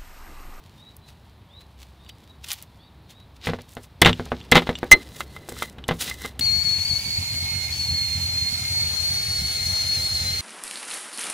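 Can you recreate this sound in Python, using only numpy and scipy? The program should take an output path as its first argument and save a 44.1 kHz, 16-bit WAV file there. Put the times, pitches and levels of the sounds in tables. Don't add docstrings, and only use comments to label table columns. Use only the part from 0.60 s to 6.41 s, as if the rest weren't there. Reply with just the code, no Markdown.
import sys
import numpy as np
from scipy import signal
from scipy.fft import rfft, irfft, next_fast_len
from scipy.io import wavfile

SR = 44100
rng = np.random.default_rng(int(sys.argv[2]) if len(sys.argv) > 2 else 0)


def log_audio(samples):
    frames = np.atleast_2d(samples).T
    limited = np.clip(frames, -1, 1)
    pcm = np.round(limited * 32767).astype(np.int16)
    wavfile.write(sys.argv[1], SR, pcm)


N = 256220
TIME = np.arange(N) / SR
AGE = np.arange(SR // 3) / SR

# start_s, level_db, grit_db, seating_delay_s, stutter_s
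PESTLE_BLOWS = [(2.869, -16.5, -11.5, .018, 0.017), (3.417, -2.5, -2.5, .04, 0.031),
                (3.919, -3.5, -2, .034, 0.034), (5.287, -13.5, -12.5, 0.022, 0.013)]
# frequency_hz, level_db
CRACK_SPECTRUM = [(900, -0.5), (1800, -0.5), (2600, -2), (3700, 0.5), (4700, -13.5), (8000, -26.5),
                  (15000, -33)]
# frequency_hz, level_db
CRUNCH_SPECTRUM = [(700, -12), (2000, -0.5), (3700, 6.5), (5500, 1.5), (9000, 4), (15500, -4)]


def pounding(lag_s=.0017, push_s=.00013):
    # pitch_hz, level_db, t60_s
    mortar_modes = [(270, 2, 0.023), (411, 1, 0.054), (494, 5, 0.098), (560, -20.5, 0.025), (654, 3, 0.019),
                    (776, 8.5, 0.024), (830, 7.5, 0.0077), (1079, 8.5, 0.0046), (1510, -12.5, 0.09),
                    (1610, 3, 0.012)]
    # pitch_hz, level_db, t60_s
    support_modes = [(45, -15, .1), (68, -11, .15), (101, 0, .2), (168, 0, .18), (248, -1, .14)]
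    stones, grit = np.zeros((2, N))
    air_push = AGE / push_s * np.exp(1 - AGE / push_s) * np.cos(AGE / push_s / 2)
    for s, stone_db, thump_db, grit_db in contacts():
        body = from_db(-5) * struck(mortar_modes, vary_db=1) + air_push + from_db(-12) * shudder()
        support = from_db(thump_db + 1) * struck(support_modes, vary_db=3)
        grit_gain = from_db(stone_db + grit_db - 1)
        add(stones, s + lag_s, grit_gain * pestle_ring() - from_db(stone_db) * body - support)
        add(grit, s + lag_s, grit_gain * burst(CRACK_SPECTRUM, t60=.054))
    return cushioned(stones, cut_hz=2900) + grit


def contacts(gap_s=.006, slowing=1.25, stutter_loss_db=13.5, thump_fade_db_per_s=999):
    # start_s, stone_db, thump_db, grit_db
    light_knocks = [(2.933, -16.5, -29.5, -20), (2.986, -30.5, -40, -9.5), (3.167, -20.5, -38, -16.5),
                    (3.491, -13.5, -13, -3), (3.595, -16.5, -25.5, -32), (3.662, -29.5, -40, -31),
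                    (3.717, -10.5, -27.5, -22), (4.019, -22, -57, -8), (4.069, -22.5, -40.5, -4.5),
                    (4.09, -8.5, -23.5, -15.5), (4.229, -12, -45, -24.5), (4.886, -25.5, -55, -22),
                    (4.919, -27.5, -37, -35), (5.182, -36.5, -37, -2.5), (5.646, -23.5, -42, -9),
                    (5.793, -49, -27.5, -20)]
    rows = list(light_knocks)
    for s, db, grit_db, seat_s, stutter_s in PESTLE_BLOWS:
        rows.append((s, db + 1, db - 9, grit_db / 2 - .5))
        touches = [(-.0065, -10), (0, 0)]
        for rebound in range(1, 5):
            after_s = gap_s * rebound ** slowing * rng.uniform(.92, 1.08)
            uneven_db = 2.5 * rng.standard_normal()
            touches.append((after_s, uneven_db - stutter_loss_db * after_s / stutter_s))
        for after_s, change_db in touches:
            thump_db = .95 * db - 7.5 - thump_fade_db_per_s * abs(after_s)
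            rows.append((s + seat_s + after_s, db + change_db, thump_db, grit_db))
    return rows


def pestle_ring():
    # pitch_hz, level_db, t60_s
    pestle_modes = [(2054, 0, .052), (4107, -29, .1)]
    return struck(pestle_modes)


def shudder(t60=.11):
    return burst([(200, 2), (450, 5), (1000, -8), (2200, -12), (5000, -51.5), (15000, -40.5)], t60)


def clinks():
    # start_s, ring_db, clack_db
    bare_hits = [(4.316, 22.5, 11), (4.606, -25, -20), (4.764, -30.5, -33), (4.966, -43, -37),
                 (5.023, -19.5, -17), (5.512, -21.5, -33.5), (5.654, -27, -30.5)]
    # pitch_hz, level_db, t60_s
    rim_modes = [(1180, 0.5, 0.049), (1257, 18.5, 0.02), (1345, 19, 0.016), (1810, -11, .02)]
    out = np.zeros(N)
    for s, ring_db, clack_db in bare_hits:
        graze = from_db(-24) * burst(CRUNCH_SPECTRUM, t60=.03)
        crack = from_db(-7) * burst(CRACK_SPECTRUM, t60=.05) + from_db(-17) * shudder(t60=.09)
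        rim = from_db(2) * cushioned(struck(rim_modes), cut_hz=2900)
        add(out, s - .003, from_db(clack_db) * graze)
        add(out, s, from_db(ring_db) * pestle_ring() + from_db(clack_db) * (rim + crack))
        add(out, s + .007, from_db(ring_db - 24) * np.hanning(round(.014 * SR)))
    return out


def spices(lag_s=.00108):
    # start_s, level_db, length_s
    crunches = [(1.882, -24.5, 0.015), (2.853, -29, 0.036), (3.4152, -1, 0.008), (3.453, -22, 0.015),
                (3.9141, -5, 0.0067), (4.886, -25, 0.018), (5.2795, -20.5, 0.009), (5.791, -16.5, 0.011)]
    # start_s, level_db, centre_hz
    snaps = [(0.094, -44.5, 2950), (0.3651, -30.5, 12400), (1.0064, -60, 3770), (1.2174, -50, 3240),
             (1.916, -12.5, 3600), (1.925, -20, 11800), (1.9304, -13.5, 11600), (2.024, -24, 14000),
             (2.507, -36, 3490), (3.017, -35.5, 5000), (3.1504, -34, 9000), (4.1861, -24.5, 3220),
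             (4.4324, -42, 3620), (4.4882, -36, 3640), (5.41, -22, 3280)]
    # start_s, level_db
    pips = [(1.4627, -46.5), (1.4965, -37.5), (3.4476, -5.5), (3.5291, -17), (3.8115, -36.5), (4.153, -25),
            (5.2392, -31), (5.7934, -28)]
    # pitch_hz, level_db, t60_s
    bit_modes = [(3050, -1, .045), (3380, -1, .025), (3720, -2, .05), (6100, -15, .025), (7900, -14, .06)]
    out = np.zeros(N)
    for s, db, length_s in crunches:
        rise = AGE / (length_s / 4)
        envelope = rise * np.exp(1 - rise)
        swarm = grains(CRUNCH_SPECTRUM, len(AGE), per_s=12000, spread_db=3)
        add(out, s + lag_s, from_db(db - 10) * envelope * swarm)
    for s, db, hz in snaps + stray_snaps():
        spectrum = [(hz / 4, -16), (hz, 0), (hz * 2, -5), (hz * 4, -12)]
        add(out, s + lag_s, from_db(db - 5) * burst(spectrum, t60=.012))
    for s, db in pips:
        modes = np.array(bit_modes) * [rng.uniform(.92, 1.05), 1, rng.uniform(.5, 1)]
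        add(out, s + lag_s, from_db(db + 3) * cushioned(struck(modes, vary_db=3), cut_hz=6100))
    return out


def stray_snaps(spread_db=3):
    # start_s, end_s, snaps_per_s, level_db, centre_hz
    spells = [(0, 2.7, 1.8, -60, 5000), (3.5, 5.7, 2, -31, 4000)]
    return [(start + (end - start) * abs(when), db + spread_db * size, hz * 2 ** octaves)
            for start, end, per_s, db, hz in spells
            for when, size, octaves in rng.uniform(-1, 1, (round(per_s * (end - start)), 3))]


def rubbing():
    # peak_s, rise_s, fall_s, grind_db, hiss_db, sing_db
    strokes = [(2.847, .035, 0.15, -37, -53, -64), (3.112, 0.074, .1, -63, -56.5, -80),
               (3.24, 0.065, .04, -56, -53.5, -80), (4.43, 0.29, 0.093, -50, -55.5, -55.5),
               (4.602, 0.12, 0.046, -43, -41.5, -51), (4.776, 0.24, 0.12, -53.5, -55.5, -56),
               (5.019, .12, 0.088, -38.5, -39, -40.5), (5.345, 0.044, .05, -56, -48, -60),
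               (5.412, 0.031, 0.093, -30, -29, -45), (5.48, 0.052, 0.064, -34, -41, -44),
               (5.652, 0.13, 0.067, -42.5, -43, -41)]
    # frequency_hz, level_db
    grind_spectrum = [(200, 4), (450, 1), (900, -4), (1800, 2), (3800, 8), (5200, 1.5), (8000, -11.5)]
    # frequency_hz, level_db
    husk_spectrum = [(2500, -18), (5000, -1), (8500, 0), (12000, -3.5), (15500, -5)]
    grind, hiss, sing = sum(from_db(levels)[:, None] * swell(s, rise_s, fall_s)
                            for s, rise_s, fall_s, *levels in strokes)
    mash = sum(from_db(db) * swell(s + seat_s, rise_s=.046, fall_s=.54)
               for s, db, _, seat_s, _ in PESTLE_BLOWS)
    grit = crackle(grind_spectrum)
    pressed_ring = struck([(2054, 0, .035), (4107, -7, .03)])
    singing = rms_one(signal.fftconvolve(grit, pressed_ring)[:N]) * flutter(60, 4)
    grinding = np.hypot(grind, mash * from_db(-40)) * grit
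    husks = np.hypot(hiss, mash * from_db(-52)) * crackle(husk_spectrum)
    return (grinding + husks + sing * singing) * flutter(90, 3.05)


def peeling(rise_share=.49, peeled_s=2.2):
    # peak_s, level_db, length_s
    skin_pulls = [(0.18, -58, 0.17), (0.492, -48, .08), (1.009, -54, 0.063), (1.216, -45.5, 0.08),
                  (1.494, -39.5, 0.018), (1.676, -60, .12), (1.845, -28.5, 0.015), (1.912, -31, 0.12),
                  (1.988, -45.5, 0.05), (2.033, -48, 0.053), (2.51, -45, 0.062), (2.603, -54, 0.028),
                  (2.765, -51, 0.038)]
    # frequency_hz, level_db
    skin_spectrum = [(410, -62), (700, -17), (872, -14), (1130, -14.5), (1690, -14.5), (1820, -11.5),
                     (3610, -5.5), (6300, -13.5), (15400, -21)]
    pulls = sum(from_db(db) * swell(s, length_s * rise_share, length_s * (1 - rise_share))
                for s, db, length_s in skin_pulls)
    handling = from_db(-69) * flutter(13.2, 4.7) * (TIME < peeled_s)
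    return np.hypot(pulls, handling) * from_db(-1) * flutter(120, 2.5) * crackle(skin_spectrum)


def hut(x, echo_s=.0085, echo_db=-14, tail_db=-22):
    tail = burst([(280, 14), (1000, -13), (4000, -25), (15000, 6.5)], t60=.2) * (1 - fade(.013))
    response = from_db(tail_db) * tail / np.linalg.norm(tail)
    add(response, echo_s, from_db(echo_db) * np.hanning(12) / np.hanning(12).sum())
    return x + signal.fftconvolve(x, response)[:N]


def birds(waver=.014):
    # start_s, length_s, start_hz, end_hz, level_db
    chirps = [(0.163, 0.17, 3600, 3910, -47.5), (0.406, 0.093, 4000, 4030, -56),
              (0.885, 0.16, 3140, 4090, -47.5), (1.381, 0.16, 3600, 3850, -53),
              (1.424, 0.13, 4530, 4750, -54), (1.672, 0.069, 3770, 3830, -51.5),
              (2.178, 0.115, 3100, 3830, -53), (2.188, 0.079, 4280, 4610, -55),
              (2.418, .09, 4300, 4200, -62), (2.517, 0.13, 3590, 3910, -52),
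              (4.646, 0.086, 4140, 4400, -52)]
    direct = np.zeros(N)
    for s, length_s, start_hz, end_hz, db in chirps:
        progress = np.minimum(AGE / length_s, 1)
        hz = end_hz + (start_hz - end_hz) * (1 - progress) ** 2
        hz *= 1 + waver * noise([(20, 2), (120, -15), (600, -40)], len(AGE))
        whistle = np.sin(2 * np.pi * np.cumsum(hz) / SR)
        add(direct, s, from_db(db) * np.sin(np.pi * progress) * whistle)
    scatter = rng.standard_normal(len(AGE)) * fade(.18)
    return (direct + signal.fftconvolve(direct, scatter / np.linalg.norm(scatter))[:N]) / 2


def outdoors(rumble_from_s=3.34):
    # frequency_hz, level_db
    air_spectrum = [(15, -38.5), (25, -15.5), (86, 1.5), (330, -16), (409, -17.5), (521, -19.5), (966, -18),
                    (1260, -24), (1440, -26.5), (1790, -26.5), (2750, -29.5), (3070, -29), (3900, -26.5),
                    (6330, -43), (15400, -43.5)]
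    # frequency_hz, level_db
    rumble_spectrum = [(45, -11), (66, -5), (110, -5), (180, -7), (400, -13), (1000, -25), (3000, -34)]
    # frequency_hz, level_db
    hum_spectrum = [(56, -15.5), (66, 8.5), (78, -39)]
    rumble_in = np.clip((TIME - rumble_from_s) / .14, 0, 1)
    hum = from_db(-55 + 9 * rumble_in) * noise(hum_spectrum, N)
    air = from_db(-50.5) * noise(air_spectrum, N) * flutter(12, .24)
    rumble = from_db(-47.5) * rumble_in * noise(rumble_spectrum, N)
    return air + rumble + hum


def struck(modes, vary_db=0):
    hz, db, t60 = np.transpose(modes)
    gains = from_db(db + vary_db * rng.standard_normal(len(hz)))
    waves = np.sin(2 * np.pi * np.outer(hz, AGE)) * fade(t60[:, None])
    return gains @ waves / np.linalg.norm(gains)


def cushioned(x, cut_hz):
    return signal.sosfilt(signal.butter(2, cut_hz, fs=SR, output="sos"), x)


def swell(peak_s, rise_s, fall_s, depth_db=20.5):
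    from_peak = np.maximum((peak_s - TIME) / rise_s, (TIME - peak_s) / fall_s)
    return from_db(-depth_db * from_peak ** 1.04)


def crackle(spectrum):
    fine = grains(spectrum, N, per_s=12000, spread_db=3.5)
    coarse = grains(spectrum, N, per_s=150, spread_db=3.5)
    return rms_one(fine + from_db(-2) * coarse)


def grains(spectrum, size, per_s, spread_db):
    strength = from_db(spread_db * np.minimum(rng.exponential(1, size), 4)) * rng.choice([-1, 1], size)
    return coloured(strength * (rng.random(size) < per_s / SR), spectrum)


def burst(spectrum, t60):
    return noise(spectrum, len(AGE)) * fade(t60)


def noise(spectrum, size):
    return coloured(rng.standard_normal(size), spectrum)


def coloured(x, spectrum):
    hz, db = np.transpose(spectrum)
    size = next_fast_len(len(x))
    bins_hz = np.maximum(np.fft.rfftfreq(size, 1 / SR), 1)
    skirts = (np.minimum(bins_hz / hz[0], 1) * np.minimum(hz[-1] / bins_hz, 1)) ** 2
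    gains = from_db(np.interp(np.log(bins_hz), np.log(hz), db))
    return rms_one(irfft(rfft(x, size) * skirts * gains, size)[:len(x)])


def flutter(per_s, depth_db):
    knots = rng.standard_normal(4096)
    return from_db(depth_db * np.interp(TIME * per_s, np.arange(len(knots)), knots))


def fade(t60):
    return np.exp(-np.log(1000) * AGE / t60)


def from_db(db):
    return 10 ** (np.asarray(db) / 20)


def rms_one(x):
    return x / np.sqrt(np.mean(x ** 2) + 1e-20)


def add(track, s, sound):
    at = max(round(s * SR), 0)
    track[at:at + len(sound)] += sound[:max(N - at, 0)]


def scene():
    mono = hut(pounding() + clinks() + spices() + peeling() + rubbing()) + birds() + outdoors()
    return np.array([mono, mono])


def record(dry, bias=.05, low_cut_hz=25, top_cut_hz=15600):
    drive = signal.resample_poly(dry, 2, 1, axis=1) + bias
    squashed = drive / (1 + drive ** 6) ** (1 / 6) - bias
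    overloaded = signal.resample_poly(squashed, 1, 2, axis=1)
    low_cut = signal.butter(1, low_cut_hz, "high", fs=SR, output="sos")
    top_cut = signal.ellip(12, .1, 100, top_cut_hz, fs=SR, output="sos")
    return signal.sosfilt(top_cut, signal.sosfilt(low_cut, overloaded))


dry = scene()
out = record(dry)
log_audio(out)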